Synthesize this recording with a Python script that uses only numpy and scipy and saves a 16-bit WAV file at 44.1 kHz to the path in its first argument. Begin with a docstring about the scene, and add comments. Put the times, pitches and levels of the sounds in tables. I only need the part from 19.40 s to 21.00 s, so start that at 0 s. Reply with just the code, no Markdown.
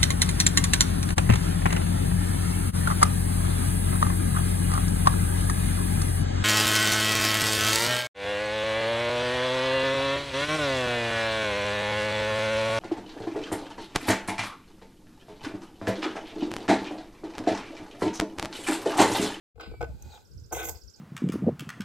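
"""A plastic toy mower is nudged over patio pavers, heard by a two-port microphone in the garden.
Out of silence come faint outdoor hush and light wind buffets; the hollow shell knocks, the wheels roll
briefly, plastic squeaks and low thuds follow. A shoe scuffs, a grain snaps, a thin chirp warbles and a
small bird trills on; the shell is knocked again and the wheels judder and scrape over gritty stone with
sharp snaps. At the very end a soft rolling rub swells up as the mower moves off. Paving and a low wall
reflect the patio sounds."""
import sys
import numpy as np
from scipy import signal
from scipy.fft import rfft, irfft
from scipy.io import wavfile
from scipy.ndimage import uniform_filter1d

SR = 44100
rng = np.random.default_rng(int(sys.argv[2]) if len(sys.argv) > 2 else 0)


def generate_wav(sig):
    """Save sig (samples, or channels by samples) to the path in sys.argv[1] as 16-bit PCM at SR."""
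    pcm = np.round(np.clip(np.atleast_2d(sig).T, -1, 1) * 32767).astype(np.int16)
    wavfile.write(sys.argv[1], SR, pcm)


N = 70560
T = np.arange(N) / SR  # seconds
OPEN_S = 0.1463  # the sound begins

# Blows on the shell. Each row: start in seconds, peak level in dB before reflections,
# centre of the colour in Hz, level in dB of the contact crack before its tone filter.
BLOWS = [(0.156, -47.5, 445, -61), (0.178, -46, 480, -85), (0.1983, -37, 1090, -54),
         (.208, -39.5, 1920, -39), (.313, -40.5, 365, -56), (.337, -40, 480, -65), (0.4079, -23, 560, -43),
         (.414, -27, 650, -39.5), (.426, -24, 543, -39.5), (.442, -34, 700, -45), (0.736, -50, 920, -56),
         (.774, -46.5, 920, -54), (1.112, -37.5, 490, -75), (1.1193, -30, 450, -78),
         (1.124, -28.5, 613, -47), (1.129, -31, 766, -41), (1.203, -53, 500, -57), (1.295, -39, 620, -49)]
# Wheels scraping on stone. Each row: time in seconds, level in dB of the shell's drone,
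# of its mid rattle, and of the grit before its tone filter.
SCRAPE_LEVELS = [(1.118, -70, -84, -68), (1.127, -30, -64, -37), (1.148, -43, -43, -42.5),
                 (1.172, -35.5, -45, -43.5), (1.185, -44, -41, -48), (1.204, -40, -39, -41),
                 (1.222, -40.5, -41.5, -55), (1.256, -42.5, -44.5, -39.5), (1.266, -50, -51, -45),
                 (1.282, -43, -49, -43.5), (1.298, -42.5, -47.5, -51.5), (1.308, -51, -85, -49),
                 (1.35, -57, -63, -68), (1.41, -73, -81, -111)]


def amp(db):
    """Decibels to gain."""
    return 10 ** (np.asarray(db) / 20)


def unit(x):
    """Scales to rms 1."""
    return x / np.sqrt(np.mean(x ** 2) + 1e-20)


def read(points, hz):
    """Reads a curve of (Hz, value) points on a log-frequency axis."""
    f, value = np.transpose(points)
    return np.interp(np.log(hz + 1), np.log(f), value)


def level(rows, order=1):
    """One dB column of a timed curve as gain, practically silent outside it."""
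    rows = np.array(rows)
    return amp(np.interp(T, rows[:, 0], rows[:, order], left=-140, right=-140))


def add(mix, s, sound):
    """Mixes a sound in at a time in seconds."""
    part = mix[round(s * SR):][:len(sound)]
    part += sound[:len(part)]


def pan(db):
    """Left and right gains for a level difference; positive leans left."""
    return amp(np.array([[.5], [-.5]]) * db)


def colour(x, shape, size=4096):
    """Causal, minimum-phase filter with the given spectrum."""
    db = read(shape, abs(np.fft.fftfreq(size, 1 / SR)))
    spectrum = np.exp(np.conj(signal.hilbert(np.log(amp(db)))))
    taps = np.fft.ifft(spectrum).real
    return signal.fftconvolve(x, taps[:size // 2])[:len(x)]


def grains(per_s, spread_db):
    """Random clicks of uneven size and either sign."""
    size = amp(spread_db * np.minimum(rng.exponential(1, N), 4))
    sign = rng.choice([-1, 1], N)
    return unit(size * sign * (rng.random(N) < per_s / SR))


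def unsteady(hz, jitter):
    """Phase of a tone whose pitch trembles."""
    tremble = unit(uniform_filter1d(rng.standard_normal(len(hz)), size=90))
    return 2 * np.pi * np.cumsum(hz * (1 + jitter * tremble)) / SR


def echo(x, t60):
    """Scattered reflections: a decaying noise tail, different in each channel."""
    t = T[:SR // 2]
    tail = rng.standard_normal((2, len(t))) * amp(-60 * t / t60) * (t > .001)
    tail /= np.linalg.norm(tail, axis=1)[:, None]
    return signal.fftconvolve(x[None], tail, axes=1)[:, :N]


def patio(x, room_db=0):
    """Direct sound, the short scatter of paving close by and the longer one of the wall."""
    near_db, near_t60 = -3, 0.017
    wall_db, wall_t60 = -10, 0.32
    near = amp(near_db) * echo(x, near_t60)
    wall = amp(wall_db) * echo(x, wall_t60)
    return x + amp(room_db) * (near + wall)


def ports(x, balance, phase):
    """Level and phase differences between the two microphone ports, by frequency."""
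    hz = np.fft.rfftfreq(N, 1 / SR)
    turn = np.exp(1j * np.array([[.5], [-.5]]) * read(phase, hz))
    return irfft(rfft(x) * pan(read(balance, hz)) * turn, N)


def air():
    """Faint outdoor hush: coloured noise, partly shared by both ports, that swells in at the start."""
    # Each row: frequency in Hz, spectrum in dB.
    air_tone = [(120, -6), (200, -3), (465, 0.5), (671, -16.5), (1230, -18), (1530, -6.5), (1770, -25.5),
                (2750, -22), (5040, -15), (5730, -28.5), (6640, -26), (7540, -16), (8900, -24.5),
                (14600, -21), (16000, -55.5)]
    air_db, rise_s = -64, 0.15
    left, right, both = [unit(colour(rng.standard_normal(N), air_tone)) for _ in range(3)]
    hush = unit(np.array([left, right]) + 0.38 * both)
    return amp(air_db) * hush * np.sqrt(np.clip((T - OPEN_S) / rise_s, 0, 1))


def wind():
    """Low buffets on the microphone: evened-out low noise, unrelated at the two ports."""
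    # Each row: time in seconds, level in dB, left-right difference in dB.
    gusts = [(0.16, -51, 20), (0.254, -63, 8), (0.274, -44, 12.5), (0.306, -37, 6.5), (0.364, -50, -6),
             (0.404, -42, 15), (0.424, -35, 8.5), (0.48, -42.5, -1), (0.5, -36, -2.5), (0.558, -40.5, -7),
             (0.598, -57, -8.5), (0.626, -43.5, 5.5), (0.666, -42, -9.0), (0.724, -51, 5.5),
             (0.764, -58.5, -7.5), (0.898, -61, 10.5), (0.914, -50.5, 17.5), (0.962, -46, -13.5),
             (1.112, -53, 1), (1.136, -44, 18.5), (1.208, -56, 27.5), (1.29, -42, 0), (1.362, -47, 13.5),
             (1.402, -64, -8), (1.432, -56.5, 25.5), (1.488, -57.5, 24.5), (1.532, -77, 12.0),
             (1.58, -61, 1)]
    # Each row: frequency in Hz, spectrum in dB.
    wind_tone = [(15, -35), (30, -24.5), (50, -3), (68, 1), (85, -4.5), (105, -9.5), (150, -19.5),
                 (220, -26), (400, -31.5), (1200, -73.5)]
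    s, db, side_db = np.transpose(gusts)
    lumps = np.array([colour(rng.standard_normal(N), wind_tone) for _ in range(2)])
    lumps /= np.sqrt(uniform_filter1d(lumps ** 2, size=1800, axis=1) + 1e-12)
    return lumps * amp(np.interp(T, s, db)) * pan(np.interp(T, s, side_db))


def whistle(length, from_hz, to_hz):
    """One quick glide, swelling and fading."""
    u = np.arange(0, length, 1 / SR) / length
    hz = from_hz + (to_hz - from_hz) * u
    return np.sin(np.pi * u) ** 2 * np.sin(2 * np.pi * np.cumsum(hz) / SR)


def bird():
    """An even trill across the garden: falling whistle, rising flick, each a little out of tune."""
    # One level in dB per note, before the echo and the lean to one side.
    note_db = [-67.5, -62, -59.5, -56, -57, -60, -59, -52, -49, -51, -53.5, -51, -52]
    start_s, step_s, tune_spread = .7825, .0626, 0.0186
    fall_s, fall_hz = 0.02, (6300, 4000)
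    flick_at_s, flick_s, flick_hz, flick_db = .022, .014, (4480, 8770), -4.5  # dB against the fall
    out = np.zeros(N)
    for k, db in enumerate(note_db):
        s = start_s + k * step_s
        tune = 1 + tune_spread * rng.standard_normal(2)
        add(out, s, amp(db) * whistle(fall_s, *np.multiply(fall_hz, tune[0])))
        flick = whistle(flick_s, *np.multiply(flick_hz, tune[1]))
        add(out, s + flick_at_s, amp(db + flick_db) * flick)
    wet_db, t60 = 0, 0.28
    return (out + amp(wet_db) * echo(out, t60)) * pan(db=-9)


def thuds():
    """Soft low thuds of steps and wheels, whose pitch sags as they die."""
    # Each row: start in seconds, peak level in dB before reflections, starting pitch in Hz.
    pushes = [(.271, -44.5, 237), (.284, -41, 84.4), (0.313, -44.5, 142.4), (.500, -35.5, 99),
              (0.91, -47.5, 148.5), (0.949, -42, 123), (0.973, -44, 134), (1.018, -41.5, 125)]
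    peak_s, sag_per_s = 0.0068, 14
    out, t = np.zeros(N), T[:SR // 8]
    swell = t / peak_s * np.exp(1 - t / peak_s)
    for s, db, hz in pushes:
        phase = 2 * np.pi * np.cumsum(hz * np.exp(-sag_per_s * t)) / SR
        add(out, s, amp(db) * swell * np.sin(phase))
    return patio(out, room_db=-4.5)


def scuff_and_moving_off():
    """Dense grains in a stony colour: a sole drags over the pavers; at the end the mower rolls off."""
    # Each row: time in seconds, level in dB before reflections and pan;
    # the rise in the last two rows is the mower moving off.
    rub_levels = [(.48, -70), (.58, -68.5), (.63, -62.5), (.70, -60), (.75, -54.5), (.78, -63), (.81, -64),
                  (.9, -92), (1.52, -95), (1.6, -62.5)]
    # Each row: frequency in Hz, spectrum in dB.
    rub_tone = [(250, -19), (470, -2), (650, -4), (850, 5.5), (1250, -23), (1520, -5.5), (1800, -15),
                (2300, -19.5), (2490, -4), (2750, -18), (3900, -10.5), (5700, -15.5), (6800, -9.5),
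                (8100, -13.5), (9000, -38), (13000, -20), (16000, -26)]
    rub = unit(colour(grains(per_s=8100, spread_db=3), rub_tone))
    return patio(rub * level(rub_levels)) * pan(db=-3)


def warble():
    """A thin chirp: one sine that wanders quickly in pitch and level."""
    # Each row: time in seconds, level in dB before the chirp gain, pitch in Hz before jitter.
    chirp = [(.695, -72, 3600), (.712, -58, 4500), (.725, -56, 3700), (.731, -58, 4050), (.739, -62, 3400),
             (.750, -55, 4100), (.759, -61, 3200), (.765, -57, 3800), (.78, -70, 2800)]
    gain_db, jitter = 0.5, 0.0098
    s, _, pitch = np.transpose(chirp)
    return amp(gain_db) * level(chirp) * np.sin(unsteady(np.interp(T, s, pitch), jitter))


def squeaks():
    """Thin gliding, fluttering tones of axle and rubbing plastic, with the warbling chirp."""
    # Each row: start in seconds, length in seconds, mid-glide pitch in Hz before jitter,
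    # level in dB before flutter, glide as a share of the pitch.
    rubs = [(.198, 0.028, 1511, -44.5, 0.022), (0.276, 0.135, 2310, -58.5, -0.018),
            (.452, 0.061, 645.6, -51.5, -0.2), (.59, 0.12, 2483, -70.5, -0.002)]
    octave_db, jitter, flutter_db = -18.5, 0.0051, 2.5
    out = warble()
    for s, length, hz, db, glide in rubs:
        u = np.arange(0, length, 1 / SR) / length
        phase = unsteady(hz * (1 + glide * (u - .5)), jitter)
        flutter = unit(uniform_filter1d(rng.standard_normal(len(u)), size=500))
        gain = amp(db + flutter_db * flutter) * np.sqrt(4 * u * (1 - u))
        add(out, s, gain * (np.sin(phase) + amp(octave_db) * np.sin(2 * phase)))
    return patio(out, room_db=2.5)


def grit():
    """Sand crunches and snaps between plastic and stone, its colour turning late in the push."""
    # Snaps under a wheel. Each row: start in seconds, level in dB before the tone filter.
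    snaps = [(0.6238, -46.5), (1.1255, -33), (1.131, -53), (1.253, -41), (1.258, -47), (1.287, -32),
             (1.294, -26)]
    # Crunch before and after the turn. Each row: frequency in Hz, spectrum in dB.
    early_tone = [(2000, -21), (4600, -16), (5850, 2.5), (6250, 14.5), (7100, 6), (8200, 6.5), (9000, -3.5),
                  (11500, -4.5), (13200, 5), (14300, -5), (15600, -3)]
    late_tone = [(2000, -21), (4600, -6.5), (5900, -3.5), (6300, 12.5), (7900, 6.5), (9050, -10), (9600, 0),
                 (10500, -15), (11600, 6), (13400, 10), (14400, 1), (15500, -1)]
    turn_s, turn_length_s, snap_decay_s = 1.228, 0.029, .0012
    drive = grains(per_s=9000, spread_db=4.5) * level(SCRAPE_LEVELS, order=3)
    t = T[:SR // 50]
    for s, db in snaps:
        add(drive, s, amp(db) * np.exp(-t / snap_decay_s) * rng.standard_normal(len(t)))
    late = np.clip((T - turn_s) / turn_length_s + .5, 0, 1)
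    before = colour(drive * np.sqrt(1 - late), early_tone)
    after = colour(drive * np.sqrt(late), late_tone)
    return patio(before + after)


def contacts():
    """The dry crack of hard plastic that comes with each blow: a short coloured noise burst."""
    # Each row: frequency in Hz, spectrum in dB.
    crack_tone = [(300, -11), (1000, -1), (2600, 6.5), (3300, -2.5), (5000, -3.5), (6300, -9), (7600, -9),
                  (9800, -23.5), (16000, -17)]
    decay_s = 0.0044
    out, t = np.zeros(N), T[:SR // 20]
    for s, _, _, db in BLOWS:
        add(out, s, amp(db) * np.exp(-t / decay_s) * rng.standard_normal(len(t)))
    return patio(colour(out, crack_tone), room_db=4)


def shell_ring():
    """The hollow shell's answer to one tap: a noise crack and its decaying modes."""
    # Each row: mode frequency in Hz, level in dB, time to fall 60 dB in seconds.
    modes = [(333.3, -8.5, 0.071), (407.4, -6, 0.041), (478.6, -1, 0.057), (620.7, -11, 0.076),
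             (713, -2, 0.038), (854, -5, 0.027), (941, -10, 0.049), (1100, -4.5, 0.027), (1257, -13, .07),
             (1503, -4, 0.075), (2045, -10.5, 0.019), (2519, -9, 0.022), (3524, -11.5, 0.02),
             (4930, -18, 0.15)]
    crack_db, crack_decay_s = 3, .0012
    t = T[:SR // 4]
    ring = np.zeros(len(t))
    for k, (hz, db, t60) in enumerate(modes):
        ring += (-1) ** k * amp(db - 60 * t / t60) * np.sin(2 * np.pi * hz * t)
    return ring + amp(crack_db) * np.exp(-t / crack_decay_s) * rng.standard_normal(len(t))


def knocks(ring):
    """Each blow sets loose parts chattering and rings the shell, dull or bright."""
    chatter_decay_s, chatter_db = 0.0058, -2  # dB against the tap itself
    round_octaves, slope_db_per_octave = 0.21, 10  # hump of the colour: rounded top, skirts
    out, t = np.zeros(N), T[:len(ring)]
    hz = np.geomspace(50, 16000, 40)
    for s, db, centre_hz, _ in BLOWS:
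        blow = rng.standard_normal(len(t)) * np.exp(-t / chatter_decay_s)
        blow *= amp(chatter_db) / np.linalg.norm(blow)
        blow[0] += 1  # the tap
        hump = -slope_db_per_octave * np.hypot(np.log2(hz / centre_hz), round_octaves)
        hit = colour(signal.fftconvolve(blow, ring)[:len(t)], np.c_[hz, hump])
        add(out, s, amp(db) * hit / abs(signal.hilbert(hit)).max())
    return out


def judder(ring):
    """The wheels stick and slip, shaking the shell: a short roll, then a harder scrape."""
    # Short roll. Each row: time in seconds, level in dB before reflections.
    roll = [(.194, -67), (.2, -45.5), (.214, -45.5), (.225, -51), (.237, -45.5), (.252, -52.5), (.264, -48),
            (.285, -55.5), (.34, -67), (.39, -70)]
    # Spectra of roll, scrape drone and scrape rattle. Each row: frequency in Hz, spectrum in dB.
    roll_tone = [(150, -7), (330, 1), (480, -5.5), (720, -5), (1050, -5), (1500, -7.5), (2400, 5),
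                 (3400, 1.5), (5000, -3), (6300, -24), (7600, -10), (10000, -33), (15000, -28)]
    drone_tone = [(150, -13.5), (330, -1), (480, -0.5), (720, -0.5), (950, 4.5), (1300, -8.5), (1550, -3),
                  (2200, -29.5), (5000, -42)]
    rattle_tone = [(800, -24), (1400, -6), (2050, 5), (2500, 4), (2900, -1), (3520, 6), (4200, -15),
                   (8000, -36)]
    slips = grains(per_s=1800, spread_db=2.5)
    shaken = signal.fftconvolve(slips, ring)[:N]
    drone = unit(colour(shaken, drone_tone)) * level(SCRAPE_LEVELS, order=1)
    rattle = unit(colour(shaken, rattle_tone)) * level(SCRAPE_LEVELS, order=2)
    rolling = unit(colour(shaken, roll_tone)) * level(roll)
    return drone + rattle + rolling


def mower():
    """Shell, contact cracks and grit, each pitch range with its own balance between the ports."""
    # Each row: frequency in Hz, left-right difference in dB.
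    balance = [(300, -3), (500, 1.5), (900, 1), (2000, 4), (4000, 0), (7000, -4.5), (14000, -6.5)]
    # Each row: frequency in Hz, phase in radians by which left leads.
    lead = [(300, 0), (1100, -0.7), (2000, -1), (4000, -1.7), (7000, -2.03), (14000, -1.3)]
    ring = shell_ring()
    shell = patio(knocks(ring) + judder(ring), room_db=-2.5)
    return ports(shell + contacts() + grit(), balance, lead)


def scene():
    """Everything on the patio and in the garden around it."""
    return air() + wind() + bird() + thuds() + scuff_and_moving_off() + squeaks() + mower()


def record(dry):
    """The sound opens quickly out of silence; then a rumble filter and the band limit."""
    open_length_s, rumble_cut_hz, edge_hz = 0.025, 34, 15950
    opened = dry * np.clip((T - OPEN_S) / open_length_s, 0, 1)
    rumble_filter = signal.butter(2, rumble_cut_hz, "high", fs=SR, output="sos")
    opened = signal.sosfilt(rumble_filter, opened)
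    band_limit = signal.firwin(511, edge_hz, window=("kaiser", 9), fs=SR)
    return signal.oaconvolve(opened, band_limit[None], "same")


dry = scene()
out = record(dry)
generate_wav(out)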